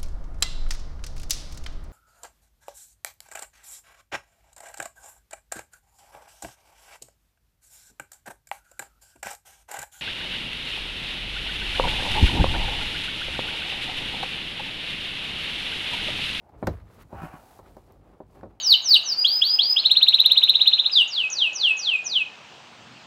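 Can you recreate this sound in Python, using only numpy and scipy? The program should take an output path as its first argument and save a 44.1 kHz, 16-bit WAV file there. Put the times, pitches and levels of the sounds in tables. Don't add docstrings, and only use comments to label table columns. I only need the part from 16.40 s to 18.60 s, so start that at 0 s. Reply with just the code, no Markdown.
import sys
import numpy as np
from scipy import signal
from scipy.fft import rfft, irfft
from scipy.io import wavfile

SR = 44100
rng = np.random.default_rng(int(sys.argv[2]) if len(sys.argv) > 2 else 0)


def put_to_file(sound):
    columns = np.atleast_2d(sound).T
    safe = np.clip(columns, -1, 1)
    whole_steps = np.round(safe * 32767)
    wavfile.write(sys.argv[1], SR, whole_steps.astype(np.int16))


N = 97020

# (time [s], level [dB])
RUMBLE_ENVELOPE = [(0, -61.5), (.08, -63), (.13, -55), (.21, -53), (.44, -48), (.55, -58), (.65, -46),
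                   (.7, -61), (.84, -52), (1.0, -60.5), (1.12, -63), (1.33, -55.5), (1.52, -60),
                   (1.58, -53.5), (1.73, -60.5), (1.95, -57.5), (2.06, -50), (2.2, -64)]
DRAG_ENVELOPE = [(0, -72), (.07, -55.5), (.2, -64.5), (.36, -70), (.43, -66), (.67, -102), (.71, -52),
                 (.97, -61.5), (1.17, -57), (1.35, -70), (1.9, -75), (1.97, -65), (2.08, -67.5),
                 (2.2, -70.5)]
SHUFFLE_ENVELOPE = [(0, -64), (.1, -62), (.2, -52.5), (.32, -45), (.42, -62.5), (.56, -57.5), (.62, -58),
                    (.67, -64), (.8, -52.5), (1.0, -57.5), (1.17, -61), (1.22, -63), (1.27, -57.5),
                    (1.34, -57.5), (1.44, -60.5), (1.48, -56), (1.59, -62.5), (1.69, -56.5), (1.87, -65.5),
                    (1.93, -58), (1.97, -51.5), (2.08, -60.5), (2.2, -62)]
HISS_ENVELOPE = [(0, -82), (.16, -84.5), (.2, -74.5), (.33, -71.5), (.44, -80.5), (.5, -75.5),
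                 (.545, -68.5), (.58, -73), (.625, -63.5), (.64, -77.5), (.69, -76.5), (.73, -72),
                 (.81, -75.5), (.84, -64), (.9, -71), (.97, -68), (1.19, -67), (1.22, -75.5), (1.27, -71),
                 (1.5, -77), (1.63, -83), (1.68, -79.5), (1.85, -84.5), (1.95, -73), (2.03, -81),
                 (2.2, -86)]
SLIDE_ENVELOPE = [(0, -110), (.68, -80), (.73, -57), (.78, -44.5), (.82, -42.5), (.85, -42), (.88, -46),
                  (.95, -50.5), (1.0, -55.5), (1.08, -72.5), (1.25, -100)]

# (frequency [Hz], relative level [dB])
RUMBLE_SPECTRUM = [(15, -25.5), (30, -22.5), (45, 3), (60, 1.5), (100, -1), (130, -6.5), (165, -8),
                   (260, -16), (600, -37.5), (2000, -80.5)]
DRAG_SPECTRUM = [(150, -41), (500, -14.5), (720, 1.5), (880, -0.5), (1100, -16), (1500, -23.5),
                 (4000, -45.5)]
SHUFFLE_SPECTRUM = [(60, -4.5), (200, 4.5), (400, 5), (800, -2), (1200, -6.5), (1700, -16), (2500, -20),
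                    (4000, -30), (8000, -54), (16000, -40)]
HISS_SPECTRUM = [(300, -16), (1500, 4.5), (3000, 2), (4500, 3), (6500, -1.5), (7800, -4), (10000, -7),
                 (16000, -22.5)]
FIZZ_SPECTRUM = [(4000, -40), (7000, -9), (9000, -7.5), (12500, -2.5), (14400, -5.5), (16000, -4.5)]
SLIDE_SPECTRUM = [(40, -31), (100, -23), (300, -29), (450, -33), (620, 1.5), (900, -2.5), (1600, -5),
                  (2000, -13.5), (2400, -13.5), (3000, -17.5), (3300, -28.5), (8000, -33)]
BRUSH_SPECTRUM = [(300, -10), (1200, 7.5), (2000, 1), (2800, -6.5), (4200, -10), (6000, -24), (16000, -68)]
CLICK_SPECTRUM = [(80, -39.5), (600, -5.5), (1600, 14.5), (2700, -7.5), (5400, 3.5), (7000, -6),
                  (8200, -9.5), (11000, -12), (13500, -5), (16000, -16)]
THUD_SPECTRUM = [(60, -46), (200, 6.5), (700, -15.5), (1500, 6), (2800, -3.5), (4000, 17), (16000, -40)]

# (frequency [Hz], width [Hz], boost [dB])
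PANEL_RESONANCES = [(567, 90, 4.3), (744, 12, 6.5), (789, 27, 6.5), (884, 36, 4.6), (1116, 29, 12),
                    (1322, 25, 5.4), (1455, 41, 7.9), (2390, 50, 3.6), (2485, 22, 7.9), (2900, 33, 4)]
# (frequency [Hz], relative level [dB], T60 [s])
CUSHION_MODES = [(108, 5.5, 0.057), (165, 10, 0.071), (200.5, 6, 0.055), (236, 6.5, 0.044), (277, 2, 0.089),
                 (331, -10.5, 0.15)]
FLOOR_MODES = [(52.8, -13, .4), (73.4, 0.5, 0.3), (98, 2, 0.4), (158.6, -3.5, 0.14), (179.6, -14, 0.14)]
FRAME_MODES = [(180.3, -15.5, 0.14), (248, -12.5, 0.18), (320, 1.5, 0.097), (380.3, 0.5, 0.12),
               (527, 4.5, 0.053), (616.5, 2.5, 0.067), (751, 1.5, 0.056), (832.6, 2, 0.048),
               (950, -0.5, 0.043), (1188, -3, 0.045), (1487, -8, 0.054), (1663, -9, 0.052),
               (2125, -8, 0.03), (2780, -7, 0.032)]
# (delay [s], level [dB])
REFLECTIONS = [(.0053, -9), (0.0109, -15.5)]

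# (time [s], duration [s], level [dB])
BRUSH_STROKES = [(0.288, 0.15, -61.5), (0.41, 0.17, -64.5), (0.553, 0.097, -57), (1.02, 0.19, -65.5),
                 (1.211, 0.093, -62.5), (1.916, 0.068, -81)]
# (time [s], level [dB])
HAND_BUMPS = [(0.731, -49.5), (.8190, -39), (0.8316, -41), (0.8373, -35), (.9390, -43)]
# (time [s], level [dB], tilt [dB/octave])
BRACKET_CONTACTS = [(0.092, -60.5, 1), (.2262, -72, 8), (0.2705, -22, -1), (.2735, -27.5, -8.5),
                    (0.275, -30, -1.5), (1.3678, -55, 3.5), (1.5215, -55, 10), (2.0105, -51, -6),
                    (2.0322, -52, -5)]
# (time [s], relative level [dB], cutoff [Hz], boom offset [dB], pitch [ratio], T60 [ratio])
FRAME_BLOWS = [(0.2269, 7, 1480, -17.5, 0.81, 0.57), (0.2334, -2.5, 351, 4.5, .75, 0.2),
               (.2735, 9, 2040, -1, 1, 0.5), (0.2787, 9.5, 700, -4.5, 0.938, 0.49),
               (0.7042, -29.5, 1400, -27, 1.3, 0.92), (.7290, 0.5, 1080, -8.5, 1.07, 0.28),
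               (.7455, -6.5, 1220, -2, 1.12, 0.43), (1.1910, -6, 1250, -16.5, 1.3, 0.29),
               (1.3679, -8, 1210, -37.5, 1.02, 0.44), (1.8031, -2.5, 980, -25.5, 1.01, 0.41),
               (2.0317, -4, 1380, -17, 0.87, 0.67), (2.0555, -16.5, 1080, -7, 0.78, 1.27)]


def amp(db):
    return 10 ** (np.asarray(db) / 20)


def unit(x):
    return x / np.sqrt(np.mean(x ** 2) + 1e-20)


def add(mix, start_s, sound):
    part = mix[max(round(start_s * SR), 0):][:len(sound)]
    part += sound[:len(part)]


def envelope(points):
    return amp(np.interp(np.arange(N) / SR, *np.transpose(points)))


def colour(x, spectrum, resonances=()):
    hz = np.fft.rfftfreq(len(x), 1 / SR)
    points_hz, points_db = np.transpose(spectrum)
    gain_db = np.interp(np.log(hz + 1), np.log(points_hz), points_db)
    for centre, width, boost in resonances:
        gain_db += boost / (1 + (2 * (hz - centre) / width) ** 2)
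    return unit(irfft(rfft(x) * amp(gain_db), len(x)))


def rise(t, tau):
    return 1 - np.exp(-t / tau)


def decay(t, t60):
    return np.exp(-np.log(1000) * t / t60)


def modes(t, table, pitch=1, t60_ratio=1):
    build_cycles = 0.74
    return sum(amp(db) * rise(t, build_cycles / hz) * decay(t, t60 * t60_ratio)
               * np.sin(2 * np.pi * hz * pitch * t) for hz, db, t60 in table)


def friction(grain_db, clump_db, clump_hz):
    slips, sizes, slow = rng.standard_normal((3, N))
    lowpass = 1 / (1 + (np.fft.rfftfreq(N, 1 / SR) / clump_hz) ** 4)
    clumps = unit(irfft(rfft(slow) * lowpass, N))
    return unit(slips * amp(grain_db * sizes + clump_db * clumps))


def cabin(x):
    t = np.arange(SR // 3) / SR
    tail = rng.standard_normal(len(t)) * decay(t, t60=0.075) * np.minimum(t / 0.0033, 1)
    response = amp(-6) * tail / np.linalg.norm(tail)
    response[0] += 1
    for delay, db in REFLECTIONS:
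        add(response, delay, amp([db]))
    return signal.fftconvolve(x, response)[:N]


def body_rumble():
    return envelope(RUMBLE_ENVELOPE) * colour(rng.standard_normal(N), RUMBLE_SPECTRUM)


def fabric_rubbing():
    hand = friction(grain_db=5, clump_db=1.5, clump_hz=92)
    slide = envelope(SLIDE_ENVELOPE) * colour(hand, SLIDE_SPECTRUM, PANEL_RESONANCES)
    carpet = friction(grain_db=7.5, clump_db=0, clump_hz=73.4)
    drag = envelope(DRAG_ENVELOPE) * colour(carpet, DRAG_SPECTRUM)
    padding = friction(grain_db=0.5, clump_db=2.55, clump_hz=48)
    shuffle = envelope(SHUFFLE_ENVELOPE) * colour(padding, SHUFFLE_SPECTRUM)
    cloth = friction(grain_db=2.5, clump_db=1, clump_hz=120)
    hiss_gain = envelope(HISS_ENVELOPE)
    hiss = hiss_gain * colour(cloth, HISS_SPECTRUM)
    fizz = amp(-69) * (hiss_gain / amp(-68.5)) ** 1.39 * colour(cloth, FIZZ_SPECTRUM)
    return slide + drag + shuffle + hiss + fizz


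def cloth_brushes():
    gain = np.zeros(N)
    for start, duration, db in BRUSH_STROKES:
        progress = np.arange(0, duration, 1 / SR) / duration
        add(gain, start, amp(db) * np.sin(np.pi * progress ** 1.38))
    return gain * colour(friction(grain_db=4.5, clump_db=2.5, clump_hz=150), BRUSH_SPECTRUM)


def cushion_bumps():
    t, out = np.arange(SR // 4) / SR, np.zeros(N)
    for start, db in HAND_BUMPS:
        add(out, start, amp(db) * modes(t, CUSHION_MODES))
    return out


def bracket_clicks():
    t, out = np.arange(SR // 4) / SR, np.zeros(N)
    gain = rise(t, tau=0.0004) * (decay(t, t60=0.012) + amp(-26) * decay(t, t60=0.18))
    for start, db, tilt in BRACKET_CONTACTS:
        spectrum = [(hz, level + tilt * np.log2(hz)) for hz, level in CLICK_SPECTRUM]
        add(out, start, amp(db) * gain * colour(rng.standard_normal(len(t)), spectrum))
    return out


def floor_booms():
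    t, out = np.arange(SR // 2) / SR, np.zeros(N)
    boom = amp(-30.5) * modes(t, FLOOR_MODES) * rise(t, tau=0.0033)
    for start, db, _, boom_db, _, _ in FRAME_BLOWS:
        add(out, start, amp(db + boom_db) * boom)
    return out


def frame_knocks():
    t, out = np.arange(SR // 2) / SR, np.zeros(N)
    thud_gain = amp(-43) * rise(t, tau=0.000602) * decay(t, t60=0.094)
    for start, db, cutoff_hz, _, pitch, t60_ratio in FRAME_BLOWS:
        thud = thud_gain * colour(rng.standard_normal(len(t)), THUD_SPECTRUM)
        ring = amp(-30.5) * modes(t, FRAME_MODES, pitch, t60_ratio)
        soft_contact = signal.butter(3, cutoff_hz, fs=SR, output="sos")
        add(out, start, amp(db) * signal.sosfilt(soft_contact, thud - ring))
    return out


def scene():
    impacts = cabin(frame_knocks()) + floor_booms() + cushion_bumps() + bracket_clicks()
    return (impacts + fabric_rubbing() + cloth_brushes() + body_rumble())[None]


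def record(dry):
    low_hz, high_hz = 12.7, 15850
    highpass = signal.butter(2, low_hz, "highpass", fs=SR, output="sos")
    lowpass = signal.firwin(511, high_hz, window=("kaiser", 9), fs=SR)
    return signal.oaconvolve(signal.sosfilt(highpass, dry), lowpass[None], "same")


dry = scene()
out = record(dry)
put_to_file(out)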